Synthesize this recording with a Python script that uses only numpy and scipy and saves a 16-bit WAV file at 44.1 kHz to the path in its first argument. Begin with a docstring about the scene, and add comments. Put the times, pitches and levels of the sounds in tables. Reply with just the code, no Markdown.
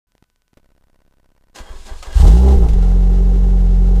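"""A four-cylinder petrol car starts from cold, heard from the asphalt just behind its twin tailpipes.
First, faint electrical interference ticks in the recorder. From about 1.5 s the starter's teeth drive
the housing into resonance and unfired cylinders chuff. At 2.15 s the engine catches: gas pulses excite
the silencer and pipes, and the first firings overload the recorder. The revs flare, stumble briefly as
the throttle closes, and settle into a booming fast idle."""
import sys
import numpy as np
from scipy import signal
from scipy.io import wavfile

SR = 44100
rng = np.random.default_rng(int(sys.argv[2]) if len(sys.argv) > 2 else 0)


def unload_audio(sound):
    """Save the sound as a 16-bit wav file, at the path given as the first command line argument."""
    columns = np.transpose(np.atleast_2d(sound))
    # keep every value between -1 and 1, then stretch to whole-number steps
    steps = np.round(np.clip(columns, -1, 1) * 32767)
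    wavfile.write(sys.argv[1], SR, steps.astype(np.int16))


N = 176400
TIME = np.arange(N) / SR
FIRST_FIRING_S, FLARE_END_S = 2.151, 2.72


def amp(db):
    """Decibels to amplitude ratio."""
    return 10 ** (np.asarray(db) / 20)


def unit(x):
    """Normalisation to rms 1."""
    return x / np.sqrt(np.mean(x ** 2) + 1e-20)


def idle_rms(x):
    """Rms fluctuation over the last second, when the engine idles."""
    return np.std(x[-SR:])


def curve(table, column=1, t=TIME):
    """Linear interpolation of one table column over time."""
    rows = np.array(table)
    return np.interp(t, rows[:, 0], rows[:, column])


def response(spectrum, size=16384):
    """Minimum-phase impulse response: the phase is the Hilbert transform of the log gain."""
    hz, db = np.transpose(spectrum)
    bin_hz = abs(np.fft.fftfreq(size, 1 / SR))
    log_gain = np.log(amp(np.interp(np.log(bin_hz + 1), np.log(hz + 1), db)))
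    return np.fft.ifft(np.exp(np.conj(signal.hilbert(log_gain)))).real[:size // 2]


def colour(x, spectrum):
    """Linear filtering by convolution."""
    return signal.fftconvolve(x, response(spectrum))[:N]


def noise(spectrum):
    """Filtered white noise of rms 1."""
    return unit(colour(rng.standard_normal(N), spectrum))


def wander(per_s):
    """Random modulation: straight lines between Gaussian values."""
    knots = rng.standard_normal(4000)
    return np.interp(TIME * per_s, np.arange(len(knots)), knots)


def impulses(times, sizes):
    """Impulse train with the given times and sizes."""
    samples = np.clip(np.round(np.asarray(times) * SR).astype(int), 0, N)
    return np.bincount(samples, sizes, N + 1)[:N]


def add(mix, s, sound):
    """Superposition of a sound starting at s seconds."""
    part = mix[round(s * SR):][:len(sound)]
    part += sound[:len(part)]


# Engine speed. 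Each row: time in seconds, firings per second.
FIRING_RATE = [(2.16, 18.27), (2.23, 37.94), (2.3, 51.12), (2.38, 61.5), (2.48, 65.54), (2.56, 65.28),
               (2.63, 53.66), (2.69, 52.59), (2.76, 43.85), (2.9, 44.52), (3.1, 45.27), (3.3, 46.17),
               (3.5, 46.06), (3.66, 44.17), (4.0, 45.78)]
# Cylinders in firing order. Each row: boom in dB, rasp in dB, extra travel to the tailpipe in ms.
CYLINDERS = [(0.9, -0.5, 0.089), (0, 0.5, 0.84), (1.1, -5.5, 0.11), (0.24, 0.5, 1.05)]
# Exhaust pulse strength. Each row: time in seconds, level in dB.
PULSE_LEVEL = [(2.15, -3), (2.2, -3.5), (2.24, -3.5), (2.3, -4), (2.36, -9.5), (2.5, -9), (2.63, -10.5),
               (2.7, -10.5), (2.8, -9.5), (3.4, -10.5), (4, -9.5)]
# Uneven combustion. Each row: time in seconds, spread between firings in dB.
PULSE_SPREAD = [(2.2, 1), (2.32, .5), (2.53, .4), (2.57, 1.5), (2.74, 1.5), (2.82, .3), (4, .25)]
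# Weak burns as the throttle closes. Each row: time in seconds, level in dB against a normal firing.
STUMBLES = [(2.555, -3), (2.586, -2), (2.657, -9), (2.676, -3.5)]


def exhaust(jitter_ms=0.18, rasp_spread_db=0.1, puff_decay_cycles=0.4):
    """Periodic excitation: each firing thumps the silencer, rings the pipes and releases a puff of gas."""
    running = np.clip((TIME - FIRST_FIRING_S) * 200, 0, 1)
    rate = np.maximum(curve(FIRING_RATE), 1)
    cycles = np.cumsum(rate * (TIME >= FIRST_FIRING_S)) / SR  # one cycle per firing
    firings = np.arange(int(cycles[-1]) + 1)
    firing_s = np.searchsorted(cycles, firings, side="right") / SR
    boom_scatter, time_scatter, rasp_scatter = rng.standard_normal((200, 3))[firings].T
    boom_db, rasp_db, travel_ms = np.array(CYLINDERS)[firings % len(CYLINDERS)].T
    pulse_db = curve(PULSE_LEVEL, t=firing_s) + boom_db + boom_scatter * curve(PULSE_SPREAD, t=firing_s)
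    for s, db in STUMBLES:
        pulse_db[np.argmin(abs(firing_s - s))] += db
    arrival_s = firing_s + (travel_ms + jitter_ms * time_scatter) / 1000
    fronts = impulses(arrival_s, amp(rasp_db + rasp_spread_db * rasp_scatter))
    puff = np.exp(-(cycles % 1) / puff_decay_cycles)
    tones = silencer_boom(cycles, rate, pulse_db) + pipe_tones(cycles)
    return tones + pipe_rasp(fronts, puff, running) + running * gas_hiss(puff)


# Silencer response. Each row: frequency in Hz, relative gain in dB.
SILENCER = [(10, -36.5), (22, -15), (36, 1.5), (46, 2), (64, 0), (75, 2), (92, -17), (130, -18.5),
            (160, -10), (183, -10), (200, -15), (228, -36.5), (300, -47.5), (600, -95.5)]


def silencer_boom(cycles, rate, pulse_db, pulse_cycles=0.2):
    """Acoustic filtering: the silencer passes only the low harmonics of the blowdown pulses."""
    blowdown = rate * np.sin(np.pi * np.minimum(cycles % 1 / pulse_cycles, 1)) ** 2
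    pulses = blowdown * amp(pulse_db)[cycles.astype(int)]
    return colour(pulses, SILENCER) / idle_rms(colour(blowdown, SILENCER))


# Low and high pipe resonances. Each row: frequency in Hz, relative gain in dB.
LOW_PIPE = [(130, -69), (215, -18.5), (260, -5), (295, -8.5), (340, -8.5), (388, 1.5), (420, -5.5),
            (480, -4.5), (525, -18.5), (600, -22), (700, -65), (1200, -49)]
HIGH_PIPE = [(400, -30.5), (570, -9.5), (650, -6.5), (705, -12), (765, 0.5), (815, 0), (850, -7),
             (940, -12), (1020, -12), (1130, -22.5), (1350, -23.5), (1600, -33.5), (2600, -55), (5000, -84)]
# Pipe rasp. Each row: time in seconds, low pipe level in dB, high pipe level in dB.
RASP_LEVEL = [(2.15, -51, -52), (2.172, -46, -43), (2.25, -24.5, -26), (2.36, -28.5, -34.5),
              (2.49, -29.5, -31.5), (2.55, -26.5, -34.5), (2.595, -29.5, -42), (2.645, -29.5, -28),
              (2.675, -30, -37.5), (2.72, -38, -47.5), (2.86, -34, -40.5), (3, -36, -45), (3.4, -35, -45),
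              (3.7, -39, -47), (4, -33.5, -44)]


def pipe_rasp(fronts, puff, running, steady_flow=1.3):
    """Air-column resonance: pressure fronts and turbulent gas ring the pipes."""
    out = np.zeros(N)
    for pipe, turbulence_db, column in (LOW_PIPE, 2.5, 1), (HIGH_PIPE, 5, 2):
        gas = (steady_flow + puff) * rng.standard_normal(N)
        turbulence = amp(turbulence_db) * running * gas / idle_rms(gas)
        ringing = colour(fronts / idle_rms(fronts) + turbulence, pipe)
        out += amp(curve(RASP_LEVEL, column)) * ringing / idle_rms(ringing)
    return out


# Engine orders. Each row: approximate multiple of the firing rate, idle level in dB, full flare in dB.
ORDERS = [(4, -71, -26.5), (5, -50, -37), (6, -47.5, -23.5), (7, -52, -42), (7.5, -56, -46),
          (8.5, -42, -36), (9.25, -50, -36), (10.5, -48, -41), (12, -55.5, -36.5), (13, -53, -42),
          (14.5, -55.5, -52), (15.5, -70, -41), (16.69, -51.5, -60), (17.63, -54, -46), (22.56, -58, -62)]
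# How freely the pipes sing in the flare. Each row: time in seconds, share of full amplitude from 0 to 1.
SINGING = [(2.3, 0), (2.41, 0.03), (2.445, 0.73), (2.5, 0.89), (2.545, 0.4), (2.57, 0)]


def pipe_tones(cycles, waver_rad=0.25):
    """Harmonics of the four-firing cycle follow the engine speed, loudest at the top of the flare."""
    singing = curve(SINGING)
    idling = np.interp(TIME, [SINGING[-1][0], FLARE_END_S], [0, 1])
    out = np.zeros(N)
    for multiple, idle_db, flare_db in ORDERS:
        order = round(multiple * 4) / 4
        phase = 2 * np.pi * order * cycles + waver_rad * wander(per_s=9)
        out += (idling * amp(idle_db) + singing * amp(flare_db)) * np.sqrt(2) * np.sin(phase)
    return out


# Gas hiss under load and at idle. Each row: frequency in Hz, relative level in dB.
LOAD_HISS = [(700, -25), (1150, 2), (1700, -3), (2400, -4.5), (2900, 2.5), (3900, 1), (4900, -1),
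             (7000, -1.5), (8500, -3), (10100, -10), (12200, -12), (15000, -18), (16500, -36)]
IDLE_HISS = [(700, -20), (1100, 2.5), (1380, 7.5), (1480, 0.5), (1600, 4.5), (1800, -0.5), (2100, 2.5),
             (2380, -5.5), (2800, 0.5), (3100, -3), (3900, -2), (4500, -5.5), (5600, -4.5), (7000, -7),
             (8500, -10.5), (10000, -15), (15000, -24.5)]
# Strength of the hiss. Each row: time in seconds, level in dB.
HISS_LEVEL = [(2.15, -42), (2.172, -36.5), (2.28, -33), (2.36, -39), (2.43, -42), (2.52, -41.5), (2.6, -45),
              (2.67, -47), (2.77, -47.5), (2.85, -44.5), (2.95, -48.5), (3.15, -48.5), (3.35, -49.5),
              (3.7, -50), (4, -49)]


def gas_hiss(puff, pulsing=0.15, flicker_db=1.44):
    """Turbulent flow noise pulses with each puff and changes colour as the load falls."""
    load = np.interp(TIME, [FIRST_FIRING_S, FLARE_END_S], [1, 0])
    hiss = np.sqrt(load) * noise(LOAD_HISS) + np.sqrt(1 - load) * noise(IDLE_HISS)
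    level_db = curve(HISS_LEVEL) + flicker_db * wander(per_s=82)
    return hiss * unit(1 + pulsing * puff) * amp(level_db)


# Unfired cylinders while cranking, then late burns. Each row: start in seconds, peak level in dB.
CHUFFS = [(1.6, -25), (1.7, -22.5), (1.751, -26.5), (1.798, -30), (1.85, -32), (1.909, -19), (1.954, -29),
          (2.001, -29.5), (2.071, -20), (2.119, -24.5), (2.561, -4), (2.595, -11), (2.619, -9),
          (2.688, -11), (2.726, -7.5)]
# Spectrum of a chuff. Each row: frequency in Hz, relative level in dB.
CHUFF_SPECTRUM = [(6, -14.5), (19, 6), (32, -2), (48, -4.5), (68, -4.5), (85, -20), (120, -37), (300, -69),
                  (1500, -100)]


def chuffs():
    """Impulse response: single slugs of gas push through the silencer as deep thuds."""
    start_s, db = np.transpose(CHUFFS)
    chuff = response(CHUFF_SPECTRUM)
    return signal.fftconvolve(impulses(start_s, amp(db)), chuff / chuff.max())[:N]


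# Starter effort. Each row: time in seconds, gear level in dB, whirr level in dB.
STARTER_LEVEL = [(1.54, -70, -78), (1.55, -46, -45), (1.6, -35.5, -47), (1.625, -44.5, -54.5),
                 (1.74, -42, -53), (1.79, -48, -50.5), (1.85, -51, -49.5), (1.868, -40.5, -43),
                 (1.93, -38, -52.5), (1.99, -49.5, -47), (2.02, -51, -50), (2.07, -36, -46),
                 (2.11, -39.5, -50.5), (2.15, -39, -42), (2.22, -32, -57), (2.3, -84, -62)]
# Starter and engine housing modes. Each row: frequency in Hz, relative level in dB, T60 in seconds.
HOUSING_MODES = [(370, -25, 0.039), (547, 2, 0.17), (637, -2, .1), (786, 0.5, 0.086), (1003, -4, 0.18),
                 (1093, -7, .05), (1340, -15, 0.079), (1594, 6.5, 0.017), (1975, -7.5, 0.068),
                 (2835, -9, 0.035), (3240, -10, 0.054), (4280, -15, 0.067)]
# Gear churn and treble whirr. Each row: frequency in Hz, relative level in dB.
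CHURN = [(90, 0), (160, -11), (220, 4.5), (270, -7), (315, 1.5), (520, -1), (575, -12), (640, 3.5),
         (695, -6), (790, 0.5), (1100, 0), (1280, -6), (1400, -8), (1600, -2.5), (1800, -10.5), (2500, -18),
         (4000, -40)]
WHIRR = [(1350, -22), (2300, -4), (2890, -4), (3950, -1), (4590, -6), (5120, 0), (5450, -7.5), (6790, -2.5),
         (8330, -6.5), (15000, -26)]


def starter(teeth_per_s=400, rattle_db=-7.5, churn_db=-3, flicker_db=0.99):
    """Forced vibration: teeth rattle the housing, swelling at each compression; the gears whirr above."""
    t = TIME[:SR // 4]
    ring = sum(amp(db - 60 * t / t60) * np.sin(2 * np.pi * hz * t) for hz, db, t60 in HOUSING_MODES)
    teeth_passed = np.floor(np.cumsum(teeth_per_s * (1 + 0.12 * wander(per_s=25))) / SR)
    impacts = np.diff(teeth_passed, prepend=0) * rng.exponential(1, N)
    force = np.diff(impacts, prepend=0) + 0.1 * impacts  # differencing brightens each impact
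    rattle = unit(signal.fftconvolve(force, ring)[:N])
    gears = amp(rattle_db) * rattle + amp(churn_db) * noise(CHURN)
    whirr = noise(WHIRR) * amp(flicker_db * wander(per_s=200))
    out = gears * amp(curve(STARTER_LEVEL, 1)) + whirr * amp(curve(STARTER_LEVEL, 2))
    return out * (TIME > STARTER_LEVEL[0][0])


# Starter drive squeals. Each row: centre in seconds, length in seconds, frequency in Hz, level in dB.
SQUEALS = [(1.67, .07, 797, -50), (1.69, .07, 3260, -51.5), (1.75, 0.14, 387, -50),
           (2.002, 0.045, 4400, -54), (2.033, 0.026, 1260, -41.5), (2.14, 0.039, 1650, -45)]


def squeals(waver=0.0204):
    """Frequency modulation: short wavering tones swell and fade as the starter strains."""
    out = np.zeros(N)
    for s, length, hz, db in SQUEALS:
        swell = np.cos(np.pi * np.clip((TIME - s) / length, -0.5, 0.5))
        pitch_hz = hz * (1 + waver * wander(per_s=300))
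        out += amp(db) * swell * np.sqrt(2) * np.sin(2 * np.pi * np.cumsum(pitch_hz) / SR)
    return out


# The pinion engages, then the drivetrain knocks. Each row: start in seconds, level in dB, decay in seconds.
CLACKS = [(1.558, -33, 0.0075), (1.585, -35.5, 0.0086), (2.026, -33, 0.017), (2.685, -35, 0.013),
          (2.732, -39.5, 0.011)]
# Spectrum of a metallic clack. Each row: frequency in Hz, relative level in dB.
CLACK_SPECTRUM = [(300, -15), (700, 8.5), (1300, -2.5), (2300, 0.5), (3300, -0.5), (7000, -3.5),
                  (10000, -12), (15000, -23)]


def clacks(attack_s=0.0014):
    """Damped impacts: each knock under the car is a noise burst that decays exponentially."""
    envelope = np.zeros(N)
    for s, db, decay_s in CLACKS:
        age = np.maximum(TIME - s, 0)
        envelope += amp(db) * np.minimum(age / attack_s, 1) * np.exp(-age / decay_s)
    return envelope * noise(CLACK_SPECTRUM)


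# Single electrical spikes. Each row: start in seconds, width in ms, level in dB.
SPIKES = [(0.152, 0.79, -43), (.1805, 0.14, -49), (0.2252, 1.76, -40), (0.242, 0.14, -47),
          (.532, 1.78, -44), (0.5715, 0.86, -45), (.573, 1.13, -38), (.5765, 0.93, -41), (.58, 1.03, -46),
          (0.584, 1.8, -56), (0.587, .7, -52)]


def interference(period_s=0.06, blip_ms=0.61, blip_db=-50.5):
    """Electrical pickup of square pulses: regular ticks, a stutter, then a slow square wave with blips."""
    def pulse(ms, db):
        return amp(db) * np.clip(ms * SR / 1000 - np.arange(SR // 20), 0, 1)

    out = np.zeros(N)
    for s, ms, db in SPIKES:
        add(out, s, -pulse(ms, db))
    for s in np.arange(0.1205, 0.59, period_s):
        add(out, s, -pulse(ms=0.08, db=-44.5))
    for s in np.arange(0.571, 1.56, period_s):
        add(out, s, -pulse(ms=period_s * 1000 / 2, db=-48.5))
        for delay_s in 0.0128, 0.0268:
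            add(out, s + delay_s, pulse(blip_ms * rng.uniform(0.4, 1.7), blip_db))
            if rng.random() < 0.5:
                add(out, s + delay_s + 0.00212, pulse(blip_ms / 2, blip_db))
    return signal.lfilter(*signal.butter(1, 12, "high", fs=SR), out)


# Quiet street. Each row: frequency in Hz, relative level in dB.
STREET_SPECTRUM = [(15, -15), (25, 9), (100, -17), (200, -17.5), (300, -26), (900, -30.5), (1600, -32),
                   (4600, -36), (15000, -37.5)]
# Faint electrical tones. Each row: frequency in Hz, level in dB.
WHINE = [(1001, -89.5), (1502, -84.5)]


def background(street_db=-65, start_s=0.07):
    """Noise floor: broadband street noise with a steady electrical whine."""
    whine = sum(amp(db) * np.sqrt(2) * np.sin(2 * np.pi * hz * TIME) for hz, db in WHINE)
    return (amp(street_db) * noise(STREET_SPECTRUM) + whine) * (TIME > start_s)


def scene():
    """Superposition of the car, the interference and the street in one channel."""
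    street = background()
    return (exhaust() + chuffs() + starter() + squeals() + clacks() + interference() + street)[None]


def record(dry, cutoff_hz=15300):
    """Overload: hard clipping flattens the peaks, then a low-pass filter limits the band."""
    low_pass = signal.firwin(511, cutoff_hz, window=("kaiser", 9), fs=SR)
    return signal.oaconvolve(np.clip(dry, -1, 1), low_pass[None], "same")


dry = scene()
out = record(dry)
unload_audio(out)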